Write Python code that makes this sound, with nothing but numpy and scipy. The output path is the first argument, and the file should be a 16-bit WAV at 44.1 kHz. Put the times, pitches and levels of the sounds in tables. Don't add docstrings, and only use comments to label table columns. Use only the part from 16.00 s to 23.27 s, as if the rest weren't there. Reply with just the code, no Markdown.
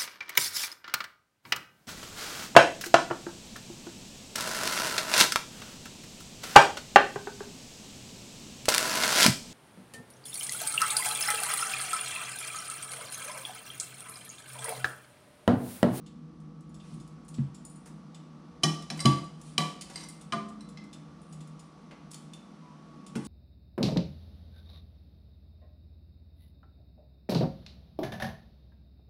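import sys
import numpy as np
from scipy import signal
from scipy.fft import rfft, irfft, next_fast_len
from scipy.io import wavfile
from scipy.ndimage import uniform_filter1d

SR = 44100
rng = np.random.default_rng(int(sys.argv[2]) if len(sys.argv) > 2 else 0)


def master_out(mix):
    frames = np.transpose(np.atleast_2d(mix))
    ceiling = np.clip(frames, -1, 1)
    pcm = np.round(ceiling * 32767).astype(np.int16)
    wavfile.write(sys.argv[1], SR, pcm)


def volts_from_decibels(level):
    exponent = np.asarray(level, float) / 20
    return 10 ** exponent


N = 320607
T = np.arange(N) / SR

# frequency in Hz, level in dB, t60 in seconds.
TONGS_MODES = [(3020, -14, .1), (3545, -3, .08), (4235, -9, .1), (4910, -8, .12), (5200, -5, .15),
               (5530, -9, .18), (6700, -5, .2), (6995, -3, .14), (7330, -6, .1), (7735, -2, .2),
               (8010, -8, .2), (8840, -4, .1), (9070, -3, .17), (9420, -4, .25), (9670, -8, .15),
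               (9900, -5, .1), (10120, -8, .15), (10760, -12, .12), (11800, -18, .1), (13200, -24, .06)]


def shaped(x, gain):
    n = next_fast_len(len(x) + 4096)
    hz = np.arange(n // 2 + 1) * SR / n + 1
    return irfft(rfft(x, n) * gain(hz), n)[:len(x)]


def band(hz, octaves):
    return lambda f: np.exp(-.5 * (np.log2(f / hz) / octaves) ** 2)


def unit(x):
    return x / np.sqrt(np.mean(x ** 2))


def walk(rate):
    hold = int(SR / rate)
    steps = np.repeat(rng.standard_normal(N // hold + 1), hold)
    return unit(uniform_filter1d(uniform_filter1d(steps, hold), hold)[:N])


def decay(t, t60):
    return np.exp(-np.log(1000) * t / t60)


def add(track, s, sound):
    i = int(s * SR)
    track[i:i + len(sound)] += sound[:N - i]


def ring(hz, db, t60, rise=0.00031, seconds=.45, pair=1.0, split=0.009, loose=1):
    t = np.arange(int(seconds * SR)) / SR
    phase, twin_phase, gap = rng.uniform(0, 1, (3, 32, 1))[:, :len(hz)]
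    build_up = 1 - np.exp(-t / np.c_[rise * np.ones(len(hz))])
    fade = decay(t, np.c_[t60]) * build_up
    cycles = np.c_[hz] * t
    first = np.sin(2 * np.pi * (cycles + loose * phase))
    twin = pair * np.sin(2 * np.pi * (cycles * (1 + split * (0.31 + gap)) + twin_phase))
    return volts_from_decibels(db) @ (fade * (first + twin))


def crack(gain, t60, rise):
    t = np.arange(min(int(1.2 * t60 * SR), 8192)) / SR
    burst = shaped(rng.standard_normal(8192), gain)[:len(t)]
    return unit(burst) * decay(t, t60) * (1 - np.exp(-t / rise))


def knocks():
    # frequency in Hz, level in dB, t60 in seconds.
    rim = [(691, -4.5, 0.19), (1168, -5, 0.33), (1890, -14.5, 0.47), (2318, -15.5, 0.17), (3020, -4, 0.2),
           (3370, -11, .3), (4016, -9.5, 0.32), (4172, -19, .4), (4830, -14, .5), (5360, 0, 0.26),
           (5980, -8.5, .4), (6600, -12, .4), (8592, -22, 0.13), (9211, -9, .15)]
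    edge = [(705, -3.5, 0.11), (1150, 2, 0.37), (1820, -21.5, 0.42), (2073, -15.5, 0.46), (2356, -16, 0.1),
            (3070, -20, 0.089), (3410, -9, 0.27), (4020, -7, .4), (4861, -9.5, .4), (5300, -19, .2),
            (6616, -11, 0.17), (9265, -15, .3), (10300, -18, .3), (11750, -20, .2)]
    lip = [(1151, -6.5, 0.44), (1980, -18.5, 0.75), (2105, -14, 0.17), (2394, -17, 0.14),
           (3020, -11, 0.069), (3890, -13, 0.45), (4810, -24, 0.48), (5750, -17, 0.092), (6260, -11, 0.04),
           (8700, -22, 0.12), (719, -16.5, 0.66), (3960, -15, 0.4), (10300, -28, 0.16), (12000, -26, 0.12)]
    flat = [(681, 2, 0.45), (1044, 5, 0.31), (1187, 8.5, 0.4), (1219, 9, 0.2), (1453, 1.5, 0.28),
            (1676, -7, 0.3), (1843, -5, 0.34), (2045, -6, 0.39), (2340, -35, 0.67), (3250, -14, 0.15),
            (3400, -7.5, 0.2), (4670, -7, 0.22), (5300, -12, .2), (8530, -3, .1)]
    base = [(441, -2, 0.36), (704, -10.5, 0.27), (860, -12, .2), (1370, 3, 0.16), (1450, 3, .2),
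            (2040, -22, .3), (2686, -10, 0.27), (3330, -7.5, 0.28), (7100, -20, .3)]
    # start in seconds, crack level in dB, crack centre in Hz,
    # ring level in dB over the crack, body level in dB over the crack.
    rim_knocks = [
        (2.634, -13, 4650, -8.5, -13.5),
        (2.6378, -14, 4660, -13.5, -18.5),
        (2.9014, -21, 3660, -15.5, -16),
    ]
    edge_knocks = [
        (3.0485, -36, 900, 1, 5.5),
        (3.0556, -10, 3900, -12.5, -17),
    ]
    lip_knocks = [
        (3.5797, -10, 4200, -11.5, -21),
        (3.604, -25.5, 2500, -12, -8.5),
    ]
    flat_knocks = [
        (4.323, -22, 2820, -16, -14),
        (4.334, -29, 2900, -10, -14),
    ]
    base_knocks = [
        (7.153, -34.5, 1490, -6.5, -6.5),
    ]
    # frequency in Hz, level in dB, t60 in seconds.
    clack = [(1640, -2.5, 0.072), (2335, -1, 0.031), (3012, 6, 0.02), (3995, -1, 0.088), (4755, -2, 0.021),
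             (5274, 0, 0.019), (5880, 6, 0.0084), (6840, -9, .03), (8690, -5, 0.041), (9450, -8, 0.04),
             (10500, -19, 0.019), (11620, -0.5, 0.017)]
    spots = ((rim, rim_knocks), (edge, edge_knocks), (lip, lip_knocks), (flat, flat_knocks), (base, base_knocks))

    clatter, rings = np.zeros((2, N))
    chatter_db = 1.5 * walk(218.8)
    clack_hz, clack_db, clack_t60 = np.transpose(clack)
    for modes, hits in spots:
        hz, db, t60 = np.transpose(modes)
        longest_s = .3 * np.sqrt(1200 / np.maximum(hz, 1200))
        held_t60 = np.clip(.45 * t60, .015, longest_s)
        for s, peak_db, crack_hz, ring_db, body_db in hits:
            add(clatter, s, volts_from_decibels(peak_db - 11) * crack(band(crack_hz, 0.99), 0.028, 0.0012))
            add(clatter, s, volts_from_decibels(peak_db - 21) * crack(band(12500, 0.47), 0.0074, .0002))
            settle = crack(band(crack_hz, 1.14), 0.37, 0.0085)[:N - int(s * SR)]
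            uneven_db = chatter_db[int(s * SR):][:len(settle)]
            add(clatter, s, volts_from_decibels(peak_db - 28 + uneven_db) * settle)
            lean_db = -4.3 * (np.log2(clack_hz / crack_hz) / 1.01) ** 2
            add(rings, s, ring(clack_hz, clack_db + lean_db + peak_db - 11.5, np.minimum(clack_t60, .04),
                               rise=0.00065, seconds=.06, split=0.033))
            add(rings, s, ring(hz, db + peak_db + ring_db, held_t60,
                               rise=0.0028, seconds=0.3, pair=0.55, split=.014))
            add(clatter, s, volts_from_decibels(peak_db + body_db) * crack(band(560, 1.0), 0.062, 0.0034))
    return clatter, rings


def light_contacts(modes, hits, ring_db, crack_db, crack_t60, rise, low_cut_db, dip_db, pair=0.24, longest_s=.11):
    out = np.zeros(N)
    hz, db, t60 = np.transpose(modes)
    tilt_hz = np.log([1500, 3000, 5300, 9000, 15000])
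    for s, peak_db, bright_db, best_hz in hits:
        mid_db = dip_db + 1.5 * band(5300, .3)(best_hz)
        tilt_db = [low_cut_db - bright_db, -bright_db, mid_db, bright_db, bright_db - 9]
        tilt = lambda f: np.interp(np.log(f), tilt_hz, tilt_db)
        add(out, s, volts_from_decibels(peak_db + crack_db) * crack(lambda f: volts_from_decibels(tilt(f)), crack_t60, rise))
        scatter_db = 3 * rng.standard_normal(32)[:len(hz)]
        favour_db = 6.2 * band(best_hz, .02)(hz)
        mode_db = db + tilt(hz) + scatter_db + favour_db + peak_db + ring_db
        add(out, s, ring(hz, mode_db, np.clip(t60, .03, longest_s), rise, seconds=.22, pair=pair))
    return out


def plate_taps():
    # frequency in Hz, level in dB, t60 in seconds.
    ting_modes = [(1185, -18, 0.037), (2068, -4, 0.1), (3440, -13, .12), (3970, -19, 0.067),
                  (4710, -30, 0.1), (5173, -10, 0.078)]
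    clink_modes = [(1128, -17.5, 0.2), (2070, -10.5, 0.24), (2976, -7, 0.029), (4020, -8.5, 0.17),
                   (4740, -5.5, 0.074), (5380, -4.5, 0.044), (5860, -8, 0.027), (7250, -24, .1),
                   (8420, -3, 0.047), (8550, -22, 0.051), (9400, -14, 0.033), (11500, -19, .04)]
    # start in seconds, peak in dB, brightness in dB, favoured mode in Hz.
    ting_hits = [
        (4.772, -41.5, -8.5, 2070),
        (4.838, -52, 7, 5860),
    ]
    clink_hits = [
        (2.992, -35.5, -1, 2070),
        (3.003, -28, 4, 5860),
        (3.9334, -55, 8, 8420),
        (3.9578, -34, 1.2, 4740),
        (3.9779, -43.5, -4.5, 4670),
        (4.0069, -43.5, 0.5, 4020),
        (4.0357, -40.5, 0.5, 4530),
        (4.0538, -61, 4, 3900),
        (4.6075, -47.5, -1, 4110),
    ]
    tings = light_contacts(ting_modes, ting_hits, ring_db=-6.5, crack_db=-6, crack_t60=0.057, rise=0.0016,
                           low_cut_db=-4.5, dip_db=8.5, pair=0.43, longest_s=0.26)
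    clinks = light_contacts(clink_modes, clink_hits, ring_db=-5.5, crack_db=-9, crack_t60=0.09, rise=0.00033,
                            low_cut_db=4.5, dip_db=-1, pair=1.0, longest_s=0.12)
    return tings + clinks


def tongs():
    # start in seconds, peak in dB, brightness in dB, favoured mode in Hz.
    tick_hits = [(0.0623, -51.5, -5, 4280), (0.7428, -54, 0, 5200), (0.7993, -55, -13, 3400),
                 (0.9991, -55, 0, 5200), (1.3409, -49.5, -3, 7740), (1.5452, -50.5, 1, 7330),
                 (2.145, -49, -5, 7735), (4.2115, -49.5, 1, 7950), (4.4852, -55.5, 3, 5210),
                 (4.6875, -53.5, -0.5, 7540), (4.929, -46, -3.5, 3360), (5.3248, -50, 1, 7730),
                 (5.4051, -51.5, -1.5, 3540), (5.593, -51.5, 0, 9020), (7.0638, -48.5, -0.5, 7800)]
    rattle_hits = [(0.4015, -71.5, 3, 9400), (0.607, -69, 5.5, 7940), (0.6938, -73, 9, 9650),
                   (0.94, -65.5, 10, 9050), (1.0765, -64, 4, 9900), (1.2474, -72, 11, 5240),
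                   (1.2815, -60, 4, 8830), (1.2874, -57, 6.5, 8840), (1.65, -51.5, 9, 9470),
                   (1.697, -62.5, 15, 8000), (1.757, -67, 16, 9420), (2.823, -53, -1, 5060),
                   (3.241, -64, 11, 9900), (3.414, -56.5, 3, 9450), (3.8105, -44, 0.5, 6995),
                   (3.82, -47.5, -0.5, 10000), (4.0864, -48, 11, 8700), (4.0951, -56, 4, 8840),
                   (5.216, -71.5, 15, 8900), (5.474, -63.5, 3, 5530), (6.108, -64, 6, 8900),
                   (6.1142, -50, 5, 8840), (6.1334, -54, 0, 4910), (6.1435, -47.5, 2, 6995),
                   (7.249, -53.5, 8, 8510)]
    snap_hits = [
        (6.334, -47, -2, 3548),
    ]
    # frequency in Hz, level in dB, t60 in seconds.
    open_modes = [(3548, -2.5, 0.07), (4231, -5, 0.091), (5529, -13, 0.16), (6600, -7, .16),
                  (7270, -8, .09), (7800, -10, .12), (9426, -8.5, 0.32), (9800, -9, .1)]
    low_cut_db = -14
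    ticks = light_contacts(TONGS_MODES, tick_hits, ring_db=-9.5, crack_db=-4, crack_t60=0.1, rise=0.00086,
                           low_cut_db=low_cut_db, dip_db=-0.2, longest_s=0.098)
    rattles = light_contacts(TONGS_MODES, rattle_hits, ring_db=-10.5, crack_db=10.5, crack_t60=0.028,
                             rise=0.0006, low_cut_db=low_cut_db, dip_db=0)
    snaps = light_contacts(open_modes, snap_hits, ring_db=-4, crack_db=2.5, crack_t60=0.044, rise=0.00099,
                           low_cut_db=low_cut_db, dip_db=-1.5, pair=0.14, longest_s=0.4)
    return ticks + rattles + snaps


def scuffs():
    # start in seconds, peak in dB, brightness in dB, favoured mode in Hz.
    fish_hits = [
        (0.8414, -64, -10, 5980),
        (1.3803, -59, -11, 4360),
        (1.857, -55, 2.5, 9070),
        (1.871, -59, 4, 9070),
        (3.8979, -50, -0.5, 4830),
        (5.9093, -52.5, -9.5, 3450),
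    ]
    touch_hits = [
        (2.625, -55, -5, 3020),
        (2.973, -50, 1.5, 9420),
        (3.05, -43, -2.5, 3020),
        (7.154, -45, -.3, 7735),
    ]
    return light_contacts(TONGS_MODES, fish_hits + touch_hits, ring_db=-19, crack_db=6, crack_t60=0.087,
                          rise=0.0015, low_cut_db=4.5, dip_db=0)


def rustle():
    # firmest moment in seconds, swell in seconds, ease in seconds.
    rubs = [
        (.906, .19, .25),
        (1.37, .15, .13),
        (1.78, .16, .2),
        (3.494, .13, .08),
        (3.96, .13, .3),
        (5.3, .14, .3),
        (7.27, .13, .1),
    ]
    # level in dB, crispness in dB.
    rub_force = [(-62.5, -13), (-70, -16), (-80, 6), (-57, -5), (-54, -17), (-83, 8), (-57, -6)]
    grain_gain = volts_from_decibels(1.93 * rng.exponential(size=N)) * volts_from_decibels(2.5 * walk(45))
    grains = rng.standard_normal(N) * grain_gain
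    high = unit(shaped(grains, band(9200, 0.16)))
    mid = unit(shaped(grains, band(4040, 1.0)))
    out = np.zeros(N)
    for (s, swell_s, ease_s), (db, crisp_db) in zip(rubs, rub_force):
        gate = np.clip(np.minimum(T - s + swell_s, s + ease_s - T) / 0.02, 0, 1)
        slack = np.clip(np.maximum((s - T) / swell_s, (T - s) / ease_s), 0, 1)
        pressure = volts_from_decibels(db - 20.5 * slack)
        out += gate * pressure * (mid + volts_from_decibels(crisp_db) * high)
    return out


def thumps():
    # frequency in Hz, t60 in seconds, build-up in seconds.
    low_modes = [(88.3, 0.36, 0.0045), (137, 0.24, 0.024), (157, 0.25, 0.025), (195.8, 0.43, 0.0048),
                 (225.9, 0.14, 0.0034), (280.4, 0.42, 0.002), (309.2, 0.45, 0.0017), (328, 0.29, 0.0023),
                 (352, 0.4, 0.0019)]
    # start in seconds, peak in dB, lowest mode over the next in dB,
    # counter top level in dB, dish level in dB.
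    blows = [
        (0.921, -32, -22, -11, -30),
        (0.969, -39.5, 0, -3, -14.5),
        (1.385, -19, 34, -6.5, -35),
        (1.491, -66, 25, -10, -13),
        (2.638, -15, -26, -12, -17),
        (2.909, -36.5, -19, 3.5, -7.5),
        (3.053, -9, 15, -6.5, -17),
        (3.584, -21.5, -38, -7.5, -18.5),
        (4.326, -35, 0.5, -0.5, -9),
        (7.159, -29.5, 25, 4.5, -8.5),
    ]
    # frequency in Hz, level in dB, t60 in seconds.
    lifted_dish = [(212.6, -38, 2.2), (286.5, -48, 2.9), (392, -39, 0.51)]
    out = np.zeros(N)
    add(out, 4.33, ring(*np.transpose(lifted_dish), rise=0.011, seconds=0.77, pair=0.28))
    hz, t60, rise = np.transpose(low_modes)
    for s, peak_db, sway_db, top_db, dish_db in blows:
        low_db, next_db = min(sway_db, 0), min(-sway_db, 0)
        db = np.interp(hz, [94.4, 139.3, 158.7, 202, 227.5, 294.5],
                       [low_db - 25.5, low_db, next_db, top_db - 12.5, top_db, dish_db - 6.5])
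        add(out, s, ring(hz, db + peak_db + 6, t60, rise, seconds=0.96, pair=0.18, split=0.039, loose=0))
    return out


def squeak():
    # time in seconds, pitch in Hz, level in dB.
    glide = [
        (6.6, 1020, -69),
        (6.654, 988, -58.5),
        (6.734, 973, -59),
        (6.77, 1080, -67),
    ]
    s, hz, db = np.transpose(glide)
    gate = np.clip(np.minimum(T - s[0], s[-1] - T) / .02, 0, 1)
    pitch = np.interp(T, s, hz) * (1 + .004 * walk(40))
    phase = 2 * np.pi * np.cumsum(pitch) / SR
    return np.sqrt(2) * gate * volts_from_decibels(np.interp(T, s, db)) * np.sin(phase)


def fridge():
    # time in seconds, hum level in dB, traffic rumble level in dB.
    drift = [(0.0, -44, -70), (1.09, -47.5, -62), (2.271, -48, -73.5), (2.75, -46, -65), (5.93, -48.5, -71),
             (6.64, -49, -79), (7.27, -45.5, -69)]
    # frequency in Hz, width in Hz, level in dB.
    hum_peaks = [(157, 3.3, -24), (158.06, 13.9, -0.5), (187, 13.7, -8.5), (207.1, 8.7, -6.5),
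                 (238.4, 27.5, -10.5), (289.3, 22, -14.5), (323.7, 58, -19.5), (479.3, 27.5, -23)]
    # frequency in Hz, level in dB.
    motor = [(59.2, -74.5), (79.2, -75), (1061, -101), (1120, -66.5), (1179, -69), (1238, -101.5),
             (1297, -73), (1357, -85), (1416, -83)]
    # frequency in Hz, density in dB per Hz.
    air_spectrum = [(90, -35), (250, 0), (600, -3.5), (900, -4), (1150, -8), (1400, -8.5), (1600, -14),
                    (3000, -18), (6100, -20.5), (6700, -28), (10000, -31), (12600, -30.5), (13200, -56)]
    # time in seconds, level in dB.
    air_swell = [(0, -5.5), (.7, -5), (.9, -2.5), (2.5, -1.5), (7.27, 0.2)]

    def resonances(f):
        powers = (volts_from_decibels(db) ** 2 / (1 + (2 * (f - hz) / width) ** 2) ** 2.3 for hz, width, db in hum_peaks)
        return np.sqrt(sum(powers))

    s, hum_db, traffic_db = np.transpose(drift)
    hum = unit(shaped(rng.standard_normal(N), resonances)) * volts_from_decibels(np.interp(T, s, hum_db))
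    traffic = unit(shaped(rng.standard_normal(N), band(56.7, 0.48))) * volts_from_decibels(np.interp(T, s, traffic_db) + 6)
    whine = np.zeros(N)
    for hz, db in motor:
        level = np.sqrt(2) * volts_from_decibels(db + 1.8 * walk(2.05))
        whine += level * np.sin(2 * np.pi * (hz * T + 0.025 * walk(6.6)))
    hz, db = np.transpose(air_spectrum)
    air = shaped(rng.standard_normal(N), lambda f: volts_from_decibels(np.interp(np.log(f), np.log(hz), db, left=-60)))
    air = unit(air) * volts_from_decibels(-58.5 + 0.09 * walk(0.1))
    swell = volts_from_decibels(np.interp(T, *np.transpose(air_swell)))
    return hum + traffic + (whine + air) * swell


def kitchen(x):
    # centre in Hz, t60 in seconds, level in dB.
    tail_bands = [(150, .35, -20), (518, 0.54, 10), (1200, 0.51, 2), (2570, 0.46, 3.5), (5740, 0.64, -3.5),
                  (10000, 0.26, -3.5), (14000, 0.35, -6)]
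    t = np.arange(int(.6 * SR)) / SR
    tail = np.zeros(len(t))
    for hz, t60, db in tail_bands:
        noise = shaped(rng.standard_normal(len(t)), band(hz, 0.96))
        tail += volts_from_decibels(db) * unit(noise * decay(t, t60)) * np.sqrt(hz / SR / len(t))
    first_wall = np.clip((t - .002) / 0.00064, 0, 1)
    return x + signal.fftconvolve(x, tail * first_wall)[:N]


def scene():
    clatter, rings = knocks()
    ring_send = .45
    handling = plate_taps() + tongs() + scuffs() + rustle()
    room = kitchen(clatter + ring_send * rings + handling) + (1 - ring_send) * rings
    return (room + thumps() + squeak() + fridge())[None]


def top_cut(x):
    return signal.sosfilt(signal.butter(12, 16470, fs=SR, output="sos"), x)


def record(dry):
    # frequency in Hz, gain in dB.
    capsule = [(60, -6), (125, -1), (10200, -0.5), (11200, -12), (14500, -11.5), (16500, -36)]
    hz, db = np.transpose(capsule)
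    heard = shaped(dry[0], lambda f: volts_from_decibels(np.interp(np.log(f), np.log(hz), db)))
    return top_cut(heard[None])


dry = scene()
out = record(dry)
master_out(out)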